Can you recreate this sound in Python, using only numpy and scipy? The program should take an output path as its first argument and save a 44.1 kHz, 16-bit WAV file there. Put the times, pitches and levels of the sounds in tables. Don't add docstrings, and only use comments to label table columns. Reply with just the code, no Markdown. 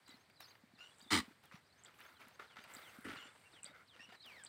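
import sys
import numpy as np
from scipy import signal
from scipy.io import wavfile
from scipy.ndimage import uniform_filter1d

SR = 44100
rng = np.random.default_rng(int(sys.argv[2]) if len(sys.argv) > 2 else 0)


def to_linear_factor(level_db):
    exponent = np.asarray(level_db, float) / 20
    return 10 ** exponent


def transcribe(signal):
    frames = np.atleast_2d(signal).T
    limited = np.clip(frames, -1, 1)
    pcm = np.round(limited * 32767).astype(np.int16)
    wavfile.write(sys.argv[1], SR, pcm)


N = 197656


def rms_one(x):
    return x / np.sqrt(np.mean(x ** 2) + 1e-20)


def highpass(x, hz):
    return signal.sosfilt(signal.butter(2, hz, "high", fs=SR, output="sos"), x)


def in_time(rows):
    s, *columns = np.transpose(rows)
    return [np.interp(np.arange(N) / SR, s, column) for column in columns]


def drift(rate_hz):
    r = np.exp(-80 * np.pi * rate_hz / SR)
    chance = rng.standard_normal(N // 40 + 2002)
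    slow = signal.lfilter([1], [1, -2 * r, r * r], chance)[2000:]
    return np.interp(np.arange(N) / 40, np.arange(len(slow)), rms_one(slow))


def resonate(x, hz, width_hz):
    r = np.exp(-np.pi * width_hz / SR)
    top = (1 - r * r) / 2 * np.array([1, 0, -1])
    return signal.lfilter(top, [1, -2 * r * np.cos(2 * np.pi * hz / SR), r * r], x)


def bands(sources, spectrum):
    edges = 30 * 2 ** np.arange(0, 9.2, 1 / 3)
    hz, level_db = np.transpose(spectrum)
    for k, (low, high) in enumerate(zip(edges, edges[1:])):
        centre = np.sqrt(low * high)
        if hz[0] < centre < hz[-1]:
            part = signal.sosfilt(signal.butter(2, [low, high], "band", fs=SR, output="sos"), sources[k % 2])
            yield to_linear_factor(np.interp(np.log(centre), np.log(hz), level_db)) * part


def add(out, s, x):
    i = round(s * SR)
    out[i:i + len(x)] += x[:N - i]


# pitch in Hz, level in dB per Hz.
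AIR_SPECTRUM = [(18, -44), (30, -7.5), (112, 5.5), (355, -3.5), (461, -3.5), (2120, -4), (2750, -11),
                (4190, -8.5), (6050, -23), (8080, -17.5), (11400, -28), (14800, -21.5), (16000, -27)]


def air():
    noise = rng.standard_normal((2, N))
    return to_linear_factor(-71.5) * rms_one(sum(to_linear_factor(1.36 * drift(24.0)) * x for x in bands(noise, AIR_SPECTRUM)))


# time in seconds, level in dB.
INSECT_LEVEL = [
    (0, -88),
    (.75, -95),
    (.9, -77.5),
    (1.5, -89),
    (2.55, -87.5),
    (2.75, -76.5),
    (3.55, -78.5),
    (3.72, -89),
    (4.48, -82),
]


def insects():
    level_db, = in_time(INSECT_LEVEL)
    level_db = level_db + 1.0 + 0.5 * drift(2.5)
    hiss = resonate(resonate(rng.standard_normal(N), 8240, 1500), 8360, 2100)
    return to_linear_factor(level_db) * rms_one(hiss)


def whistle(rows, overtones=(), rough=0.37, fade_s=0.003, trill=0):
    s, hz, level_db = np.transpose(rows)[:3]
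    t = np.arange(s[0], s[-1], 1 / SR)
    waver, shake = (rms_one(uniform_filter1d(rng.standard_normal(len(t)), size=150)) for k in range(2))
    pitch_hz = np.interp(t, s, hz) * (1 + 0.025 * rough * waver)
    phase = 2 * np.pi * np.cumsum(pitch_hz) / SR
    tone = np.sin(phase) + sum(to_linear_factor(db) * np.sin(k * phase) for k, db in overtones)
    pulse = 1 - trill * np.cos(2 * np.pi * 85 * (t - s[0]))
    fade = np.clip(np.minimum(t - s[0], s[-1] - t) / fade_s, 0, 1)
    return np.sqrt(2) * to_linear_factor(np.interp(t, s, level_db)) * tone * (1 + rough * shake) * pulse * fade


def slide(length, from_hz, to_hz, db, change_db):
    u = np.linspace(0, 1, num=30)
    hz = to_hz + (from_hz - to_hz) * np.exp(-u / 0.223)
    return np.transpose([length * u, hz, db + change_db * (u - 0.5)])


# start in seconds,
# length in seconds, first pitch in Hz, last pitch in Hz, level in dB.
STRAIGHT_GLIDES = [(0.087, 0.05, 4060, 3780, -68.5), (0.092, 0.059, 2055, 2025, -70),
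                   (0.139, 0.012, 4400, 3920, -64.5), (.149, 0.014, 4270, 4050, -67),
                   (0.055, .022, 4810, 3600, -73), (0.059, 0.015, 4700, 4750, -72),
                   (0.076, 0.0086, 3950, 4230, -63), (0.112, 0.015, 4710, 4470, -67),
                   (0.168, 0.018, 5250, 5050, -76), (.307, .011, 4650, 4750, -73), (.337, 0.014, 4700, 4550, -81),
                   (0.416, .018, 3990, 3450, -68), (0.442, .02, 5350, 4950, -66), (.55, .012, 4670, 4800, -71),
                   (0.746, 0.027, 4600, 3450, -72.5), (0.781, 0.021, 4560, 5100, -74),
                   (0.804, .044, 1405, 1497, -69), (0.83, 0.047, 5900, 5700, -77),
                   (0.416, 0.022, 4420, 4120, -64), (0.452, 0.014, 3990, 4800, -63), (0.83, .03, 3900, 3350, -73),
                   (1.02, .033, 4580, 4820, -74), (1.721, 0.018, 4400, 4400, -74), (1.645, 0.02, 4750, 4830, -83),
                   (1.67, 0.014, 5450, 5750, -86), (1.756, .018, 5300, 4900, -80),
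                   (2.032, 0.013, 5400, 5100, -73), (2.164, 0.014, 3880, 4270, -74),
                   (3.626, 0.025, 2834, 2080, -67), (3.735, 0.1, 2040, 2203, -74),
                   (3.993, .025, 1850, 1820, -60.5), (4.046, 0.087, 2920, 2830, -69),
                   (4.122, .034, 1794, 1790, -65), (4.197, 0.02, 4130, 3880, -64),
                   (4.223, 0.013, 5170, 4200, -65), (4.234, .03, 4960, 4720, -69), (4.31, 0.021, 2700, 5000, -73),
                   (4.324, 0.014, 2430, 3580, -71), (3.433, 0.032, 2080, 2450, -70),
                   (4.378, 0.048, 5650, 4900, -78), (3.852, .045, 3300, 2900, -86)]


def straight_glides(out):
    for s, length, from_hz, to_hz, db in STRAIGHT_GLIDES:
        add(out, s, whistle([(0, from_hz, db), (length, to_hz, db)], rough=0.44, fade_s=0.0031))


# start in seconds, length in seconds, first pitch in Hz, last pitch in Hz, level in dB.
TWITTER_NOTES = [(.905, .022, 3450, 3370, -71.5), (3.455, .028, 2760, 2760, -66.5),
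                 (3.266, .03, 3400, 3480, -66), (3.179, .038, 7200, 7120, -75),
                 (3.232, .046, 7150, 7280, -73), (4.222, .014, 3250, 3150, -72),
                 (2.048, .018, 3700, 3400, -71), (1.1, .011, 4570, 4650, -70),
                 (2.353, .0083, 4600, 4700, -75), (2.622, .027, 4700, 4800, -74),
                 (4.113, .01, 4850, 4850, -69), (4.383, .012, 4950, 4900, -75),
                 (4.468, .012, 4200, 4050, -66), (3.669, .05, 3000, 3770, -72),
                 (4.147, .04, 5600, 3880, -72)]
# start in seconds, length in seconds, foot pitch in Hz, top pitch in Hz, level in dB.
ARCHED_NOTES = [
    (1.534, 0.051, 5340, 5800, -80),
]


def twitter(out):
    for s, *call in TWITTER_NOTES:
        add(out, s, whistle(slide(*call, change_db=3.5), rough=0.27))
    u = np.linspace(0, 1, num=30)
    for s, length, foot_hz, top_hz, db in ARCHED_NOTES:
        hz = top_hz - (top_hz - foot_hz) * np.abs(2 * u - 1) ** 2.6
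        add(out, s, whistle(np.transpose([length * u, hz, db + 0 * u]), rough=0.46, fade_s=0.0034))


# time in seconds, pitch in Hz, level in dB.
BENT_CALLS = [
    [(.357, 5120, -74), (.374, 4010, -71), (.388, 3930, -78), (.402, 3960, -63), (.409, 3650, -60)],
    [(.407, 4410, -64), (.416, 5510, -68), (.434, 5610, -69), (.441, 5100, -63), (.45, 3750, -57)],
    [(.482, 3500, -67), (.495, 4350, -74), (.506, 4850, -71), (.512, 4600, -64.5), (.522, 3900, -61)],
    [(1.65, 3510, -82), (1.664, 4900, -79), (1.672, 5250, -79), (1.683, 4130, -84), (1.71, 4060, -77),
     (1.716, 3800, -78)],
    [(.925, 3850, -78), (.937, 4200, -78), (.952, 5300, -76)],
    [(1.02, 3650, -74), (1.037, 3900, -70), (1.06, 3450, -71)],
    [(1.064, 3280, -73), (1.071, 4010, -70), (1.08, 3460, -66), (1.103, 3650, -61)],
]


def bent_calls(out):
    for call in BENT_CALLS:
        add(out, call[0][0], whistle(call, rough=0.25, fade_s=0.0019))


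# start in seconds, length in seconds, first pitch in Hz, last pitch in Hz, level in dB.
HARSH_CHIRPS = [
    (.786, 0.129, 2705, 2903, -64.5),
    (3.163, 0.1213, 2786, 2893, -63),
]
CHIRP_FADES = (0.022, .005)


def harsh_chirps(out):
    overtones = ((0.5, -16), (1.5, -17), (2, -22), (2.5, -19))
    for (s, *call), fade_s in zip(HARSH_CHIRPS, CHIRP_FADES):
        rows = slide(*call, change_db=-11.5)
        add(out, s, whistle(rows, overtones, rough=0.75, fade_s=fade_s, trill=0.25))


# time in seconds, pitch in Hz, level in dB.
SQUAWK_PATH = [
    (3.992, 2320, -66),
    (4.004, 2653, -60),
    (4.029, 2787, -63.5),
    (4.044, 2910, -64.5),
    (4.06, 2570, -70),
]


def squawk(out):
    add(out, SQUAWK_PATH[0][0], whistle(SQUAWK_PATH, ((2, -8.0), (3, -21.0)), rough=0.58))


# time in seconds, pitch in Hz, level in dB.
LONG_NOTE = [
    (4.191, 4300, -83),
    (4.22, 4330, -64),
    (4.255, 3255, -60.5),
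    (4.28, 2870, -58.5),
    (4.309, 2370, -60.5),
    (4.351, 2160, -61),
    (4.388, 1842, -61.5),
    (4.44, 1500, -68.5),
]
# pitch of the note in Hz, octave against note in dB.
OCTAVE_LEVEL = [(1500, -3), (1900, -9), (2300, -10), (2420, -22), (2650, -15), (2900, -18), (3150, -40)]


def long_note(out):
    s, hz, level_db = np.transpose(LONG_NOTE)
    octave_db = level_db + np.interp(hz, *np.transpose(OCTAVE_LEVEL))
    add(out, s[0], whistle(LONG_NOTE, rough=0.29))
    add(out, s[0], whistle(np.transpose([s, 2 * hz, octave_db]), rough=0.23))


# time in seconds, pitch in Hz, level in dB.
PEEP_PATH = [
    (1.778, 5950, -97.5),
    (1.8, 6475, -87.5),
    (1.812, 6450, -98),
]
# start in seconds, how much louder in dB, how many times longer.
PEEP_REPEATS = [
    (.187, 9.9, 1.2),
    (.467, 19, 1.18),
    (1.776, 16, 1.03),
    (2.054, 15.4, .95),
    (2.33, 15, 0.86),
    (2.605, 14, 1.),
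    (2.868, 15, 1.3),
    (3.152, 2, 1.),
]


def peeps(out):
    for s, louder_db, stretch in PEEP_REPEATS:
        rows = np.array(PEEP_PATH) * [stretch, 1, 1]
        add(out, s, to_linear_factor(louder_db) * whistle(rows, rough=0.17, fade_s=0.0061))


# start in seconds, how much louder in dB.
FALL_REPEATS = [
    (1.425, -8),
    (1.775, -13),
    (2.12, -8),
    (2.465, -2),
    (2.815, 3),
    (3.157, 5),
    (3.516, 2.5),
    (3.872, 0),
]


def falling_whistles(out):
    length_s, drop_s = 0.086, 0.012
    t = np.linspace(0, length_s, num=40)
    drop = np.exp(-t / drop_s)
    last_dip_hz = 250 * (t / length_s) ** 8
    hz = 3650 - 9800 * t + 2240 * drop - last_dip_hz
    rows = np.transpose([t, hz, -68.5 - 10.5 * drop])
    for s, louder_db in FALL_REPEATS:
        add(out, s, to_linear_factor(louder_db) * whistle(rows, rough=0.28, fade_s=0.004))


# start in seconds, peak level in dB, pitch in Hz.
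DOUBLE_TICKS = [
    (0.08, -55.5, 7640),
    (0.983, -56.5, 7800),
    (1.8356, -49.5, 7700),
    (2.7367, -45, 7780),
    (3.631, -39, 8140),
    (4.436, -42.5, 8150),
]
# time in seconds, pitch in Hz, level in dB.
WARBLE_PATH = [
    (0, 3400, -80),
    (.003, 3900, -70.5),
    (.007, 3050, -65),
    (.009, 3660, -67.5),
    (.011, 4700, -69),
    (.014, 4750, -59),
    (.016, 4670, -83),
]


def ticks(out):
    t = np.arange(-0.002, 0.004, 1 / SR)
    top = np.exp(-(t / 0.0006) ** 2)
    tail = 0.08 * np.exp(-((t - 0.0012) / 0.0013) ** 2)
    mean_db = np.mean(DOUBLE_TICKS, axis=0)[1]
    for s, peak_db, hz in DOUBLE_TICKS:
        sweep = np.sin(2 * np.pi * (hz * t - 530000.0 * t ** 2))
        tick = to_linear_factor(peak_db) * sweep * (top + tail)
        add(out, s - 0.0004, tick)
        add(out, s - 0.0004 + 0.012, to_linear_factor(2.5) * tick)
        warble_db = 5.5 + 0.48 * (peak_db - mean_db)
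        add(out, s + 0.0192, to_linear_factor(warble_db) * whistle(WARBLE_PATH, fade_s=0.001))


def birds():
    out = np.zeros(N)
    for caller in (ticks, falling_whistles, peeps, bent_calls, harsh_chirps, squawk, straight_glides, twitter, long_note):
        caller(out)
    t = np.arange(round(0.08 * SR)) / SR
    echoes = rng.standard_normal(len(t)) * np.exp(-t / 0.019) * (t > 0.002)
    return out + to_linear_factor(-36) * signal.fftconvolve(out, echoes)[:N]


def crackle(per_s, spread_db, clump_db):
    sizes = to_linear_factor(spread_db * np.minimum(rng.exponential(1, (2, N)), 5)) * rng.choice([-1, 1], (2, N))
    dice = rng.random((2, N))
    chance = per_s * to_linear_factor(clump_db * drift(25.0)) / SR
    return rms_one(sizes * (dice < chance))


# pitch in Hz, level in dB per Hz.
LEAF_SPECTRUM = [(180, -12), (300, -5), (498, -4), (575, -2.5), (1650, -1.5), (2780, -6), (4290, -10.5),
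                 (9500, -30), (12400, -68), (20900, -120)]


def leaves():
    crackling = 0.74 * crackle(per_s=900, spread_db=5.0, clump_db=7.0)
    friction = crackling + rng.standard_normal((2, N)) * to_linear_factor(2.0 * drift(38.0))
    return rms_one(sum(to_linear_factor(1.85 * drift(24.0)) * x for x in bands(friction, LEAF_SPECTRUM)))


def dry_edges():
    grains = 0.7 * crackle(per_s=2000, spread_db=3.5, clump_db=5.0)[0] + rng.standard_normal(N)
    hiss = highpass(grains, 8000)
    hiss = rms_one(hiss + 0.26 * resonate(hiss, 15000, 1500))
    ringing = np.zeros(N)
    for hz in np.geomspace(9800, 15400, num=9):
        ringing += to_linear_factor(7.0 * drift(14.0)) * resonate(rng.standard_normal(N), hz, 130)
    return rms_one(hiss + 0.3 * rms_one(ringing))


def swells(rows, rise_s=0, rise_share=0):
    t, power = np.arange(N) / SR, 0
    for s, length, *levels_db in rows:
        rise = np.clip((t - s) / (rise_s + rise_share * length), 0, 1)
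        shape = rise * np.exp(-(np.maximum(t - s, 0) / length) ** 3)
        power = power + (to_linear_factor(np.array(levels_db))[:, None] * shape) ** 2
    return power


# start in seconds, length in seconds, lower resonance in dB, upper resonance in dB.
GOAT_SNIFFS = [(1.518, 0.074, -65, -71), (1.835, 0.087, -70.5, -72), (1.97, 0.22, -68, -74),
               (2.187, 0.075, -63, -72), (2.39, 0.059, -52.5, -68), (2.496, .044, -69.5, -74),
               (2.554, 0.11, -64.5, -68.5), (2.666, 0.26, -66, -65.5), (2.84, 0.17, -65.5, -69),
               (2.94, 0.12, -60.5, -69), (3.038, 0.18, -60, -69), (3.176, 0.1, -64.5, -66),
               (3.244, 0.081, -66.5, -69), (3.625, 0.14, -68, -69), (3.733, .1, -63.5, -69),
               (4.087, 0.086, -70.5, -83)]


def sniffing():
    low_gain, high_gain = np.sqrt(swells(GOAT_SNIFFS, rise_share=0.13))
    flow = rng.standard_normal(N) * to_linear_factor(3.6 * drift(54.0))
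    low = resonate(resonate(flow, 1370, 320), 1370, 320) + 0.24 * resonate(flow, 496, 150)
    high = resonate(resonate(flow, 2105, 300), 2105, 300)
    return low_gain * rms_one(low) - high_gain * rms_one(high)


# start in seconds, length in seconds, leaves in dB, dry edges in dB.
BUSH_TUGS = [
    (.294, 0.012, -66.5, -84),
    (.401, 0.039, -60.5, -67),
    (1.429, 0.062, -67.5, -80),
    (1.518, 0.067, -60.5, -78),
    (2.392, 0.078, -57.5, -76.5),
    (2.556, 0.15, -61.5, -79),
    (3.045, 0.15, -54.5, -71),
    (4.087, 0.028, -61, -84),
    (4.118, 0.047, -60.5, -81),
]
# start in seconds, length in seconds, leaves in dB, dry edges in dB.
BRANCH_SWAYS = [(.06, 0.15, -67.5, -78), (.423, 0.16, -69, -77), (.77, .18, -67.5, -83.5),
                (.975, .13, -69, -80), (1.194, 0.15, -65, -78), (1.765, 0.12, -74.5, -88),
                (1.845, 0.08, -64.5, -80), (1.935, 0.048, -70, -79), (1.96, 0.2, -64, -73),
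                (2.19, 0.09, -62, -76), (2.258, .12, -65.5, -80), (2.496, 0.049, -67.5, -86),
                (2.67, 0.29, -60.5, -68), (2.93, 0.14, -66, -76), (3.176, 0.097, -60, -80),
                (3.244, 0.1, -65.5, -90), (3.342, 0.22, -70, -84), (3.523, 0.1, -66.5, -85),
                (3.625, 0.09, -63.5, -78), (3.733, 0.11, -69.5, -83), (3.925, 0.16, -63.5, -90),
                (4.232, 0.23, -63, -77), (4.43, 0.067, -65.5, -84)]


def browsing():
    power = swells(BUSH_TUGS, rise_s=0.0042) + swells(BRANCH_SWAYS, rise_share=0.14)
    leaf_gain, edge_gain = np.sqrt(power)
    return leaf_gain * leaves() + sniffing() + edge_gain * dry_edges()


# start in seconds, length in seconds, pitch in Hz, level in dB.
LEAF_SQUEAKS = [(2.687, .016, 11200, -81), (2.73, .035, 15400, -77), (2.762, .012, 12000, -83),
                (2.778, .035, 15400, -75), (2.848, .02, 13700, -82), (2.815, .016, 12200, -83),
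                (2.74, .03, 14700, -81), (2.868, .014, 9700, -80), (2.87, .02, 15000, -84),
                (2.928, .05, 13700, -81), (3.05, .014, 10000, -80), (2.98, .014, 12300, -84),
                (2.984, .013, 11100, -79), (3.01, .04, 11000, -82), (2.71, .12, 13600, -84)]


def squeaks():
    out = np.zeros(N)
    for s, length, hz, db in LEAF_SQUEAKS:
        noise, chance = rng.standard_normal((2, 3000))
        grains = noise * to_linear_factor(4.2 * rms_one(uniform_filter1d(chance, size=90)))
        width_hz = 0.03 * hz
        ring = resonate(resonate(grains, hz, width_hz), hz, width_hz)[:round(length * SR)]
        add(out, s, to_linear_factor(db + 6.5) * rms_one(ring) * np.hanning(len(ring)) ** 0.5)
    return out


# start in seconds, peak level in dB, pitch in Hz.
LEAF_FLICKS = [(1.9883, -56, 6910), (2.2096, -57, 15000), (2.2135, -60, 10500), (2.283, -54, 9520),
               (2.2835, -66, 13500), (2.5863, -64, 6510), (2.6396, -53, 9900), (2.6796, -67, 10000),
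               (3.0088, -57, 14200), (3.0472, -54, 8560), (3.048, -60, 14000), (3.226, -59, 15000),
               (3.2942, -65, 7810), (1.099, -62, 14500)]


def flicks():
    out, t = np.zeros(N), np.arange(round(0.006 * SR)) / SR
    for s, peak_db, hz in LEAF_FLICKS:
        add(out, s, to_linear_factor(peak_db + 0.5) * np.sin(2 * np.pi * hz * t) * np.exp(-t / 0.0004))
    return out


# start in seconds, peak level in dB, pitch in Hz, dry edge in dB.
TWIG_SNAPS = [(0.078, -53, 2180, -61), (0.299, -50, 2060, -65), (0.405, -40, 920, -47.5),
              (0.553, -46.5, 1480, -90), (1.438, -52, 910, -62), (1.455, -62, 910, -54),
              (1.513, -41, 1430, -82), (2.004, -42.5, 1670, -53), (2.05, -45, 1570, -67),
              (2.216, -42, 1510, -86), (2.284, -51, 1220, -55), (2.396, -36, 1210, -86),
              (2.568, -36, 1350, -91), (2.586, -42.5, 2600, -72), (2.639, -42, 2220, -55),
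              (3.01, -62.5, 1380, -59), (3.104, -33.5, 1680, -64), (3.358, -50, 807, -81),
              (4.261, -70.5, 1150, -55.5), (1.024, -55, 7000, -62), (4.272, -70, 1500, -62),
              (1.943, -53, 2800, -80), (1.979, -62, 1480, -80), (2.012, -43.5, 2640, -70),
              (2.063, -43, 1520, -80), (2.09, -49, 1560, -80), (2.142, -56, 1510, -85),
              (2.197, -56, 1410, -80), (2.447, -57, 3840, -75), (2.509, -56, 1310, -94),
              (2.6048, -48, 1300, -85), (2.677, -45, 1290, -80), (2.726, -54, 2030, -80),
              (2.956, -50, 1360, -85), (3.159, -39, 1420, -80), (3.303, -49, 2120, -85)]


def snaps():
    out, t = np.zeros(N), np.arange(round(0.033 * SR)) / SR
    for s, peak_db, hz, edge_db in TWIG_SNAPS:
        splinters, crack = rng.standard_normal((2, len(t)))
        wood = resonate(resonate(splinters * np.exp(-t / 0.0055), hz, 1000), hz, 1300)
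        edge = signal.lfilter([1, -0.75], [1], crack * np.exp(-t / 0.0023))
        add(out, s, to_linear_factor(peak_db - 7.0) * wood / np.abs(wood).max() + to_linear_factor(edge_db - 5.0) * edge)
    return out


def flap(hz):
    t = np.arange(round(0.03 * SR)) / SR
    swell = 2.88 * t / 0.0032 * np.exp(-t / 0.003)
    ring = -swell * np.sin(2 * np.pi * hz * t)
    return ring - swell * ring.sum() / swell.sum()


# start in seconds, peak level in dB, pitch of the nose cavity in Hz.
NOSTRIL_FLAPS = [(0.091, -59.5, 273), (0.142, -57.5, 238), (0.637, -57, 228), (0.736, -59, 237),
                 (1.025, -61.5, 225), (1.062, -60, 251), (1.211, -46, 242), (1.23, -52, 240),
                 (1.281, -53.5, 230), (1.309, -58.5, 310), (1.542, -50.5, 180), (2.268, -60.5, 234),
                 (2.396, -54.5, 410), (2.587, -57, 220), (2.766, -54.5, 244), (2.986, -49.5, 237),
                 (3.134, -50, 268), (3.09, -58, 120), (3.113, -57, 130), (3.161, -56, 140),
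                 (3.18, -61, 290), (3.255, -58.5, 271), (3.537, -62, 300), (3.643, -62, 230),
                 (3.661, -59, 584), (3.696, -62, 280), (3.709, -63, 181), (3.714, -61, 597),
                 (3.957, -64, 520), (4.124, -60.5, 740), (3.997, -61, 245), (4.087, -60, 224)]


def flaps():
    out = np.zeros(N)
    for s, peak_db, hz in NOSTRIL_FLAPS:
        add(out, s - 0.001, to_linear_factor(peak_db + 1.36) * flap(hz))
    return out


# pitch in Hz, width in Hz, level in dB.
NOSE_RESONANCES = [(876, 25, -3.5), (1204, 260, 4), (1970, 155, 3), (2240, 107, 4.5), (3015, 254, 1.5),
                   (4050, 290, 5.5), (5020, 180, 2.5), (5800, 350, 3), (7000, 360, 2), (7800, 290, 6.5),
                   (8580, 380, 6), (9600, 410, 5), (10300, 270, -3), (14600, 810, 3.5)]


def blast(force, flutter, jet, first_s, last_s, cavity_hz, push, gate, nose_db):
    before, after = (force[0][0] - 0.002, -95, -95), (force[-1][0] + 0.014, -95, -95)
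    jet_db, flutter_db = in_time([before] + force + [after])
    flaps_per_s, = in_time(flutter)
    turns = np.cumsum(flaps_per_s) / SR
    turns = turns - turns[round(first_s * SR)]
    starts = np.flatnonzero(np.diff(np.floor(turns))) / SR
    starts = starts[(starts > first_s - 0.001) & (starts < last_s)]
    thumps = np.zeros(N)
    for s, (louder, higher) in zip(starts, rng.standard_normal((30, 2))):
        thump = flap(cavity_hz * (1 + 0.13 * higher)) + push * flap(101)
        add(thumps, s, to_linear_factor(0.43 * louder) * thump)
    noise = rms_one(sum(bands(rng.standard_normal((2, N)), jet)))
    passage = np.zeros(N)
    for k, (hz, width_hz, db) in enumerate(NOSE_RESONANCES):
        passage += (-1) ** k * to_linear_factor(db) * resonate(noise, hz, width_hz)
    voiced = rms_one(noise + to_linear_factor(nose_db) * passage)
    high = highpass(voiced, 5500)
    cycle = np.cos(2 * np.pi * (turns - 0.9))
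    chopped = (voiced * (1 + gate * cycle) + 0.46 * high * cycle) * to_linear_factor(0.78 * drift(130.0))
    return to_linear_factor(jet_db) * rms_one(chopped) + to_linear_factor(flutter_db + 7.0) * thumps


# time in seconds, air jet in dB, nostril flutter in dB.
SNORT_FORCE = [
    (3.04, -66, -58),
    (3.049, -53, -51),
    (3.06, -52, -49),
    (3.1, -54, -50),
    (3.112, -55, -58),
    (3.16, -61, -60),
]
# time in seconds, flaps per second.
SNORT_FLAP_RATE = [(3.03, 51), (3.121, 48.7)]
# pitch in Hz, level in dB per Hz.
SNORT_SPECTRUM = [(240, -58), (400, 5.5), (789, -45), (1290, 4), (1680, -0.5), (2150, -7.5), (4880, -30),
                  (6240, -115), (8240, -21), (16000, -49)]


def snort():
    return blast(SNORT_FORCE, SNORT_FLAP_RATE, SNORT_SPECTRUM, first_s=3.052, last_s=3.12,
                 cavity_hz=290, push=0.35, gate=0.3, nose_db=-3.0)


# time in seconds, air jet in dB, nostril flutter in dB.
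SNEEZE_FORCE = [
    (1.1048, -50, -60),
    (1.1065, -38, -45),
    (1.122, -31.5, -44.5),
    (1.13, -29.5, -35),
    (1.16, -33.5, -39),
    (1.19, -38, -40),
    (1.209, -46.5, -42),
    (1.219, -57, -52),
    (1.3, -83, -60),
]
# time in seconds, flaps per second.
SNEEZE_FLAP_RATE = [(1.1, 114), (1.159, 87), (1.181, 81), (1.21, 55)]
# pitch in Hz, level in dB per Hz.
SNEEZE_SPECTRUM = [(240, -55), (400, 0.5), (553, -8.5), (893, -3), (1580, -6), (1990, -2), (2630, -8.5),
                   (4110, -6), (5430, -15), (11500, -23.5), (16000, -27)]


def sneeze():
    return blast(SNEEZE_FORCE, SNEEZE_FLAP_RATE, SNEEZE_SPECTRUM, first_s=1.1135, last_s=1.2,
                 cavity_hz=271.4, push=0.31, gate=0.24, nose_db=9.0)


def scene():
    blasts = sneeze() + snort()
    background = air() + insects()
    goat = browsing() + snaps() + flaps() + blasts
    return (background + goat + birds() + squeaks() + flicks())[None]


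def top_cut(x):
    return signal.sosfilt(signal.butter(12, 15760, fs=SR, output="sos"), x)


def record(dry):
    cut = signal.sosfilt(signal.butter(4, 63, "high", fs=SR, output="sos"), dry)
    mix = signal.sosfilt(signal.cheby2(22, 60, 16250, fs=SR, output="sos"), cut)
    return top_cut(mix)


dry = scene()
out = record(dry)
transcribe(out)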